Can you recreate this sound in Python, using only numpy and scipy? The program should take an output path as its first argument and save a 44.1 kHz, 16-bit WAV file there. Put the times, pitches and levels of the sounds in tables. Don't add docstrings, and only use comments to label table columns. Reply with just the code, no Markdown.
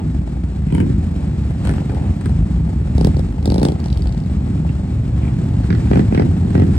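import sys
import numpy as np
from scipy import signal
from scipy.fft import rfft, irfft, next_fast_len
from scipy.io import wavfile
from scipy.ndimage import map_coordinates

SR = 44100
rng = np.random.default_rng(int(sys.argv[2]) if len(sys.argv) > 2 else 0)


def store_pcm(level_fs):
    pcm = np.round(np.clip(level_fs, -1, 1) * 32767).astype(np.int16)
    wavfile.write(sys.argv[1], SR, np.atleast_2d(pcm).T)


N = 298998
HALVES = np.array([[.5], [-.5]])


def amp(db):
    return 10 ** (np.asarray(db) / 20)


def evened(x):
    return x / np.sqrt(np.mean(x ** 2) + 1e-20)


def read(points, hz):
    f, value = np.transpose(points)
    return np.interp(np.log(hz + 1), np.log(f + 1), value)


def curve(rows, index):
    rows = np.array(rows)
    return np.interp(np.arange(N) / SR, rows[:, 0], rows[:, index])


def colour(x, gain):
    size = next_fast_len(N + 4096)
    return irfft(rfft(x, size) * gain(np.fft.rfftfreq(size, 1 / SR)), size)[..., :N]


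def band(hz, lo_hz, hi_hz):
    return 1 / np.sqrt((1 + (lo_hz / (hz + 1)) ** 8) * (1 + (hz / hi_hz) ** 8))


def wander(hz):
    f = np.geomspace(hz / 20, hz, 16)[:, None]
    t = np.arange(0, N + 200, 200) / SR
    slow = (np.sin(2 * np.pi * (f * t + rng.random(f.shape))) / np.sqrt(f)).sum(0)
    return np.interp(np.arange(N) / SR, t, evened(slow))


def struck(trains, shape):
    return signal.oaconvolve(trains, shape[None], axes=1)[:, :N]


CRACKS = {"thin": [(0.6853, -40, -28), (0.7023, -40, -19), (4.6907, -35.5, -32), (5.2214, -38, -28),
          (5.2315, -37.5, -29), (5.252, -40, -34), (5.2779, -39, -32.5)], "deep": [(0.7238, -27, -15),
          (0.7482, -23, -14), (0.7806, -26, -13.5), (0.8016, -21, -11.5), (0.8294, -37.5, -16.5),
          (0.848, -52, -23)], "muffled": [(0.667, -46, -19.5), (0.8994, -39, -10.5), (1.855, -42, -25),
          (1.946, -34, -20), (2.26, -46, -17), (2.65, -46, -26), (2.813, -41, -22), (3.993, -53, -22.5),
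          (4.925, -41, -20.5), (5.402, -49.5, -27.5), (5.782, -39, -16.5), (6.4472, -43.5, -16),
          (6.4802, -46, -12.5), (6.5041, -35.5, -18.5), (6.638, -40, -14.5), (6.667, -39, -17),
          (6.689, -47, -13.5), (6.7326, -38.5, -20.5), (6.753, -36, -18.5)], "raspy": [(1.4526, -39.5, -31),
          (1.5065, -31, -25), (1.6506, -26.5, -22.5), (1.6714, -23, -21), (1.6921, -23, -19.5),
          (1.7114, -32.5, -27), (1.7374, -29.5, -27), (2.2104, -30.5, -28.5), (2.2573, -25, -42)],
          "crackling": [(2.9801, -29, -17.5), (3.0101, -26, -13), (3.046, -18.5, -12.5),
          (3.0699, -24.5, -12), (3.1672, -29.5, -19.5), (3.1926, -30.5, -20), (3.4271, -37, -27),
          (3.456, -21.5, -22), (3.4755, -32, -13), (3.5009, -22.5, -21), (3.5194, -25, -14.5),
          (3.5423, -24, -17.5), (3.5584, -29.5, -15.5), (3.5808, -23, -15), (3.5964, -29, -24),
          (3.6157, -29.5, -14.5), (3.6296, -16.5, -12), (3.6506, -16, -12), (3.6644, -45, -15),
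          (3.685, -23, -16.5), (3.6994, -40, -25), (3.7199, -31.5, -21.5)],
          "coasting": [(3.8008, -31.5, -31), (3.8174, -46, -34.5), (3.8412, -29.5, -45),
          (3.8586, -29.5, -22.5), (3.8831, -34.5, -37.5), (3.9014, -34, -40), (3.927, -30, -28),
          (3.9464, -37, -34.5), (3.9729, -27.5, -31), (3.9928, -39, -30), (4.0208, -33, -33.5),
          (4.0402, -42, -34), (4.0716, -32, -35), (4.0926, -39, -26), (4.1235, -34, -42),
          (4.1455, -38, -27), (4.1774, -37, -28.5), (4.2009, -38.5, -33), (4.2363, -41.5, -30.5),
          (4.2612, -37, -33.5), (4.2986, -46, -38)], "barking": [(5.6351, -30.5, -29.5),
          (5.7034, -17.5, -9), (5.7269, -24, -13), (5.7494, -25.5, -20)], "full": [(1.7814, -32.5, -26.5),
          (1.8961, -32.5, -29.5), (1.9365, -51, -27.5), (5.8511, -48, -31.5), (5.8716, -30.5, -28.5),
          (5.9125, -23.5, -13), (5.9324, -23, -16.5), (5.9559, -22, -16), (5.9714, -26, -12.5),
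          (5.9934, -25.5, -15.5), (6.1235, -27, -17.5), (6.1469, -19.5, -18), (6.1754, -21, -16.5),
          (6.1958, -21, -11.5), (6.2198, -25.5, -16.5), (6.5515, -24, -14.5), (6.5774, -27, -20.5),
          (6.5974, -22.5, -15.5), (6.6194, -25, -14.5)], "dull": [(0.146, -33, -32), (0.33, -35, -32.5),
          (0.367, -33, -31), (0.436, -28, -34), (1.032, -33, -35), (1.363, -39, -36), (1.547, -32, -34),
          (2.873, -27, -30.5), (3.145, -40, -33.5), (3.324, -26, -36.5), (3.381, -28, -26),
          (4.338, -38, -40.5), (4.648, -36, -26), (4.832, -41, -36.5), (5.071, -42, -41), (5.551, -29, -33),
          (6.266, -35, -24), (0.473, -36, -53), (0.621, -32, -37), (1.226, -37, -37), (1.604, -33, -42),
          (1.816, -34, -30.5), (1.918, -27, -27.5), (1.968, -33, -26), (1.98, -31, -29.5),
          (1.997, -34, -32), (2.021, -28, -33), (2.294, -25, -30.5), (3.759, -29, -28), (3.795, -31, -36),
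          (4.056, -22.5, -26), (4.565, -33, -36.5), (5.307, -35.5, -35.5), (5.332, -30, -35),
          (5.599, -38, -29), (5.813, -41, -35)]}
PIPES = {"deep": (4, -11, -18, -13, -20, -18, -15), "raspy": (2.5, -16.5, -5, -6.5, -13, -13, -13.5),
         "crackling": (4, -1.5, -1, -13.5, -19, -5.5, -11.5),
         "coasting": (-5, -7, -1.5, -20, -17, -4.5, -13),
         "barking": (-0.5, -15.5, -22, -6.5, -16, -14, -35),
         "muffled": (-0.5, -18.5, -25, -4.5, -18.5, -11.5, -12),
         "full": (7, 2, -0.5, -5.5, -11.5, -14.5, -26), "thin": (-15, -15.5, -21, -6, -2, -21, -29.5),
         "dull": (-12, -2, 2.5, -16.5, -24.5, -23, -25.5)}


def singles():
    rows = []
    for pipe, hits in CRACKS.items():
        for s, jet_db, body_db in hits:
            parts_db = np.repeat([body_db, jet_db], [3, 4]) + PIPES[pipe]
            rows.append([s, *parts_db])
    return np.array(rows)


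def strays():
    pops_per_s, loudest_db, range_db = 2.5, -27.5, 8.0
    draw = rng.random((60, 2))
    s = np.cumsum(-np.log(1 - draw[:, 0]) / pops_per_s)
    rows = np.column_stack([s, loudest_db - range_db * draw[:, 1:] + PIPES["dull"]])
    return rows[s < N / SR - .01]


def blow(start_hz, end_hz, fall_s, decay_s, rise_s):
    lag_s = 0.001
    t = np.maximum(np.arange(3000) / SR - lag_s, 0)
    turns = end_hz * t + (start_hz - end_hz) * fall_s * (1 - np.exp(-t / fall_s))
    pulse = np.sin(2 * np.pi * turns) * np.exp(-t / decay_s) * (1 - np.exp(-t / rise_s))
    return pulse / abs(pulse).max()


# (start [Hz], end [Hz], time constant of the fall [s])
SWEEP = (520., 102.8, 0.00362)
# (frequency [Hz], gain [dB])
BODY = [(100, 1), (200, 2), (300, -2.5), (410, 1.5), (500, 3.5), (620, 0), (750, 1), (870, 5), (1000, -4)]


def bodies(thuds, thumps, knocks):
    thud = struck(thuds, blow(*SWEEP, decay_s=0.0052, rise_s=0.027))
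    thump = struck(thumps, blow(*SWEEP, decay_s=0.0019, rise_s=0.00084))
    knock = struck(knocks, blow(973.0, 476.0, fall_s=0.0027, decay_s=0.0043, rise_s=0.00023))
    thump = colour(thump, lambda hz: band(hz, 0, 1000)) + colour(thud, lambda hz: band(hz, 0, 580))
    thump = colour(thump, lambda hz: amp(read(BODY, hz)))
    knock = colour(knock, lambda hz: band(hz, 590, 820) * amp(read(BODY, hz)) * np.exp(1j * -0.2))
    return thump, knock


def jet(train, table, rise_s, decay_s, alike):
    t = np.arange(1000) / SR
    shape = (1 - np.exp(-t / rise_s)) * np.exp(-t / decay_s)
    puffs = struck(train, shape / shape.max())
    noise = rng.choice([-1., 1.], (2, N))
    noise = noise + alike * noise[::-1].sum(0) / 2
    gain = lambda hz: amp(read(table, hz))
    return colour(puffs * noise, gain) / np.std(colour(noise, gain))


# (frequency [Hz], relative level [dB per Hz])
BARK = [(700, -34.5), (950, 6.5), (1150, 7), (1500, 9.5), (2000, 6.5), (2500, -13.5), (3200, -5),
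        (3700, -10), (5000, -68)]
SNAP = [(1500, -36.5), (1900, -3), (2300, 5), (2700, 2.5), (3100, -7.5), (3500, -10.5), (4200, -45.5)]
CRACKLE = [(1900, -37), (2700, -10.5), (3600, -6), (4100, -0.5), (4500, -2.5), (5300, -4.5), (6200, -12.5),
           (7500, -49.5)]
SIZZLE = [(5500, -39.5), (6600, -4.5), (7400, -4.5), (8400, 7), (9400, 1), (10200, -26), (11200, -15.5),
          (13000, -12), (14600, -21.5), (15700, -9)]
# (frequency [Hz], relative level [dB per Hz])
RING = [(600, -36), (800, -0.5), (950, 12), (1150, -7.5), (1550, -3), (1850, -14), (2300, 3), (2750, -16),
        (3050, -3.5), (3400, -23), (4000, -46)]
RINGS_DB = {"deep": -2.5, "full": -14.5, "raspy": -19, "muffled": -9.5}


def jets(barks, snaps, crackles, sizzles):
    ring = np.zeros((1, N))
    for pipe, db in RINGS_DB.items():
        s, jet_db = np.transpose(CRACKS[pipe])[:2]
        ring[0, np.round(s * SR).astype(int)] = amp(jet_db + db)
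    return (jet(barks, BARK, rise_s=0.00037, decay_s=0.0063, alike=1.1)
            + jet(snaps, SNAP, rise_s=0.00092, decay_s=0.0028, alike=0.95)
            + jet(crackles, CRACKLE, rise_s=0.0013, decay_s=0.0015, alike=0.87)
            + jet(sizzles, SIZZLE, rise_s=0.0032, decay_s=0.0019, alike=3.4)
            + jet(ring, RING, rise_s=0.0015, decay_s=0.004, alike=0.94))


# (time [s], left over right [dB], lead of the left port [ms], level sent to the echoes [dB])
REVVER = [(0, 5, 0.37, -14), (1.0, 1.5, 0.61, -2), (1.4, 3, -0.25, -3.5), (2.4, 3.5, 0.091, -7.5),
          (2.8, -6, 0.22, -11), (4.5, 1, 0.263, -5), (5.5, -3.5, 0.48, -8), (6.78, -7.5, 0.41, -4)]
# (frequency [Hz], lead of the left [rad])
TURN = [(100, 0.1), (250, -0.2), (450, 0.7), (600, 1.35), (1100, 0.2), (2240, -0.14), (3000, 1.8),
        (4000, -0.3), (5700, 1.1), (6600, -2), (6900, -4.5), (8500, -9.5), (9200, -11.5)]


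def cracks():
    rows = singles()
    scatter_db = 1.34
    rows[:, 1:] += scatter_db * rng.standard_normal((len(rows), 7))
    rows = np.vstack([rows, strays()])
    trains = np.zeros((7, 1, N))
    trains[:, 0, np.round(rows[:, 0] * SR).astype(int)] = amp(rows[:, 1:].T)
    thump, knock = bodies(*trains[:3])
    gas = jets(*trains[3:])
    heard_at = np.arange(N) + HALVES * curve(REVVER, 2) * SR / 1000

    def at_ports(x):
        both = x + 0 * HALVES
        return np.array([map_coordinates(v, at[None], order=3) for v, at in zip(both, heard_at)])

    thump, knock, gas = at_ports(thump), at_ports(knock), at_ports(gas)
    knock = colour(knock, lambda hz: amp(HALVES * 9.5) + 0 * hz)
    thump = thump * amp(HALVES * -0.6)
    gas = gas * amp(HALVES * curve(REVVER, 1))
    return colour(thump + knock + gas, lambda hz: np.exp(1j * HALVES * read(TURN, hz)))


# (time [s], frequency [Hz], level before the trim [dB])
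LOW_TONE = [(0.0, 76, -22), (0.32, 57.2, -21.5), (0.79, 77.8, -24), (1.09, 82.9, -14), (1.6, 61.8, -25.5),
            (2.06, 65.5, -33), (2.79, 67.0, -14.5), (3.27, 67.5, -32.5), (3.49, 77.0, -9),
            (3.64, 57.2, -27), (4.02, 70.1, -18), (5.27, 70.1, -16.5), (5.49, 88.3, -20.5),
            (5.91, 66.1, -13.5), (6.04, 85.3, -18.5), (6.78, 88.1, -10.5)]
# (time [s], frequency [Hz], level before the trim [dB])
HUM_A = [(2.2, 162, -40), (2.252, 159.9, -17), (3.326, 165.1, -27), (3.4, 157, -10)]
HUM_B = [(4.9, 105.8, -13), (5.024, 115, -16), (6.092, 111.7, -17), (6.192, 100.6, -19.5),
         (6.78, 105.1, -15)]


def drone(rows):
    trim_db = -6.0
    t = np.arange(N) / SR
    fade = np.clip(np.minimum(t - rows[0][0] + 0.0035, rows[-1][0] + 0.02 - t) / 0.081, 0, 1)
    turns = np.cumsum(curve(rows, 1) * (1 + 0.016 * wander(14.0))) / SR + rng.random()
    level = amp(curve(rows, 2) + trim_db + 0.8 * wander(17.0))
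    return np.sqrt(2) * level * fade * np.sin(2 * np.pi * turns)


def firings(cycles_per_s):
    turns = np.cumsum(cycles_per_s * (1 + .1 * wander(1.5))) / SR + rng.random()
    front, rear = (np.diff(np.floor(turns + lag), prepend=np.floor(turns[0] + lag))
                   for lag in (0, .4375))
    return (front + 0.88 * rear) * amp(0.68 * rng.standard_normal(N))


# (frequency [Hz], factor)
APART = [(300, 0.87), (2000, 0.65), (5000, .6), (9000, .4)]
# (frequency [Hz], level [dB])
WIDE = [(60, -29), (100, -21.5), (180, -21.5), (320, -11), (550, -1.5), (970, -2.5), (1690, -4.5),
        (2940, 0), (5120, 0), (8930, -3)]
# (frequency [Hz], left over right gain [dB])
LEFT = [(60, 1), (100, 0), (180, 0), (320, -3), (550, 1.5), (970, 1.5), (1690, 0), (2940, 2), (5120, 4.5),
        (8930, 1.5)]


def spread(mid, side):
    turned = colour(mid, lambda hz: np.exp(1j * 1.7) + 0 * hz)
    side = colour(side, lambda hz: read(APART, hz)) + 0.88 * turned
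    side = colour(side, lambda hz: amp(read(WIDE, hz)))
    return colour(np.array([mid + side, mid - side]), lambda hz: amp(read(LEFT, hz) * HALVES))


# (time [s], boom level [dB], growl level [dB], rasp level [dB], hiss level [dB])
PACK = [(0.0, -39.5, -24, -31, -54), (0.05, -19, -19.5, -44.5, -50.5), (0.25, -20.5, -25.5, -46, -52),
        (0.55, -21.5, -27, -43, -52.5), (0.85, -18.5, -19, -47, -49), (1.2, -20.5, -22.5, -39, -49),
        (1.56, -16.5, -25.5, -44.5, -49.5), (1.7, -15.5, -21.5, -33.5, -44.5),
        (1.87, -25.5, -23, -41.5, -48.5), (2.08, -8.5, -24.5, -34.5, -48.5),
        (2.19, -30.5, -23.5, -42.5, -49.5), (2.26, -11.5, -22.5, -40, -48.5),
        (2.81, -20.5, -23.5, -42, -51.5), (3.04, -11, -19, -40, -45), (3.38, -20, -25, -42, -52),
        (3.63, -17.5, -23.5, -34, -53), (3.74, -18.5, -25, -38, -50), (4.14, -15, -24.5, -45.5, -51),
        (4.55, -23, -20.5, -40.5, -49), (5.0, -19, -24, -41.5, -50.5), (5.3, -22, -20.5, -38.5, -48),
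        (5.63, -15.5, -21.5, -39.5, -47.5), (6.0, -17.5, -16.5, -40.5, -42.5),
        (6.08, -14, -22, -37.5, -46.5), (6.3, -18, -16, -40.5, -46.5), (6.46, -25, -18.5, -37.5, -47.5),
        (6.78, -13.5, -18.5, -42, -45.5)]
# (frequency [Hz], relative level [dB per Hz])
RUMBLE = [(22, -42.5), (37, -16), (47, 2), (65, 5), (90, 0), (120, -5), (175, -3), (230, -9), (330, -18.5),
          (400, -24.5), (520, -29.5), (650, -30), (850, -31), (1000, -38.5), (1400, -48.5)]


def pack_rumble(trains):
    pulses = evened(colour(trains, lambda hz: np.exp(-1j * 8.86 * np.log(1 + hz / 60))))
    blur = rng.standard_normal((2, N))
    pulses, blur = (colour(x, lambda hz: amp(read(RUMBLE, hz))) for x in (pulses, blur))
    layers = [(20, 121.0, 0.25, -4), (108.8, 313, 0.83, 0.33), (335, 2800, 1.4, 1)]
    rumble = 0
    for k, (lo_hz, hi_hz, share, trim_db) in enumerate(layers, start=1):
        layer = evened(colour(pulses + share * blur, lambda hz: band(hz, lo_hz, hi_hz)))
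        rumble = rumble + amp(curve(PACK, k) + trim_db) * layer
    return rumble


# (frequency [Hz], relative level [dB per Hz])
HISS = [(590, 6), (1000, 1), (1320, 1.5), (1510, -0.5), (1750, -1), (2350, -4), (2750, -7), (3050, -9),
        (4040, -9.5), (6270, -16.5), (7850, -9), (9380, -12.5), (12200, -81), (20600, -120)]
# (frequency [Hz], relative level [dB per Hz])
HIGH_NOISE = [(10300, -45.5), (11000, -9.5), (12400, 0.5), (13600, -8), (14200, -18), (15000, -38.5)]


def pack_hiss(trains):
    puffs = evened(struck(trains, np.exp(-np.arange(1500) / SR / 0.0061)))
    noise = (1 + 0.26 * puffs) * amp(1.18 * wander(90.)) * rng.standard_normal((2, N))
    hiss = evened(colour(noise, lambda hz: amp(read(HISS, hz)) * band(hz, 0, 5170)))
    spray = evened(colour(noise, lambda hz: amp(read(HISS, hz)) * band(hz, 5290, 9700) ** 2))
    high = evened(colour(noise * (1 + .3 * puffs), lambda hz: amp(read(HIGH_NOISE, hz))))
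    upper = spray + amp(-14.5) * high
    hiss_db = curve(PACK, 4)
    upper_db = -60.5 + hiss_db - hiss_db.mean()
    return amp(hiss_db + 4.5) * hiss + amp(upper_db) * upper


def pack():
    cycles_per_s = np.tile(np.geomspace(9, 21, 6), 2)
    trains = np.array([firings(c) for c in cycles_per_s]).reshape(2, 6, N)
    farther = amp(-np.linspace(0, 10.5, 6))[:, None]
    trains = (trains * farther).sum(1)
    return spread(*(pack_rumble(trains) + pack_hiss(trains)))


# (frequency [Hz], time to fall by 60 dB [s])
STREET = [(300, 0.36), (1000, 0.1), (2500, 0.14), (5000, 0.086), (10000, 0.13)]


def street(x):
    taps = np.zeros((2, 16000))
    at = np.arange(300, 15900, 24) + rng.integers(0, 24, (2, 650))
    np.put_along_axis(taps, at, rng.choice([-1., 1.], at.shape), 1)
    hz, t, z = signal.stft(taps, SR, nperseg=256)
    tail = signal.istft(z * amp(-60 * t / read(STREET, hz)[:, None]), SR, nperseg=256)[1]
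    far = colour(x, lambda hz: band(hz, 270, SR) * amp(-9.0 * band(hz, 460, 1050)))
    return signal.oaconvolve(far, tail / np.linalg.norm(tail[0]), axes=1)[:, :N]


def scene():
    near = cracks()
    echoes = street(near * amp(curve(REVVER, 3)))
    return near + drone(LOW_TONE) + drone(HUM_A) + drone(HUM_B) + pack() + echoes


def record(dry):
    edge_hz, ceiling = 15950, 1.25
    heard = colour(dry, lambda hz: band(hz, 33, SR))
    soft = ceiling * np.tanh(heard / ceiling)
    lowpass = signal.firwin(511, edge_hz, window=("kaiser", 9), fs=SR)
    return signal.oaconvolve(soft, lowpass[None], "same")


dry = scene()
out = record(dry)
store_pcm(out)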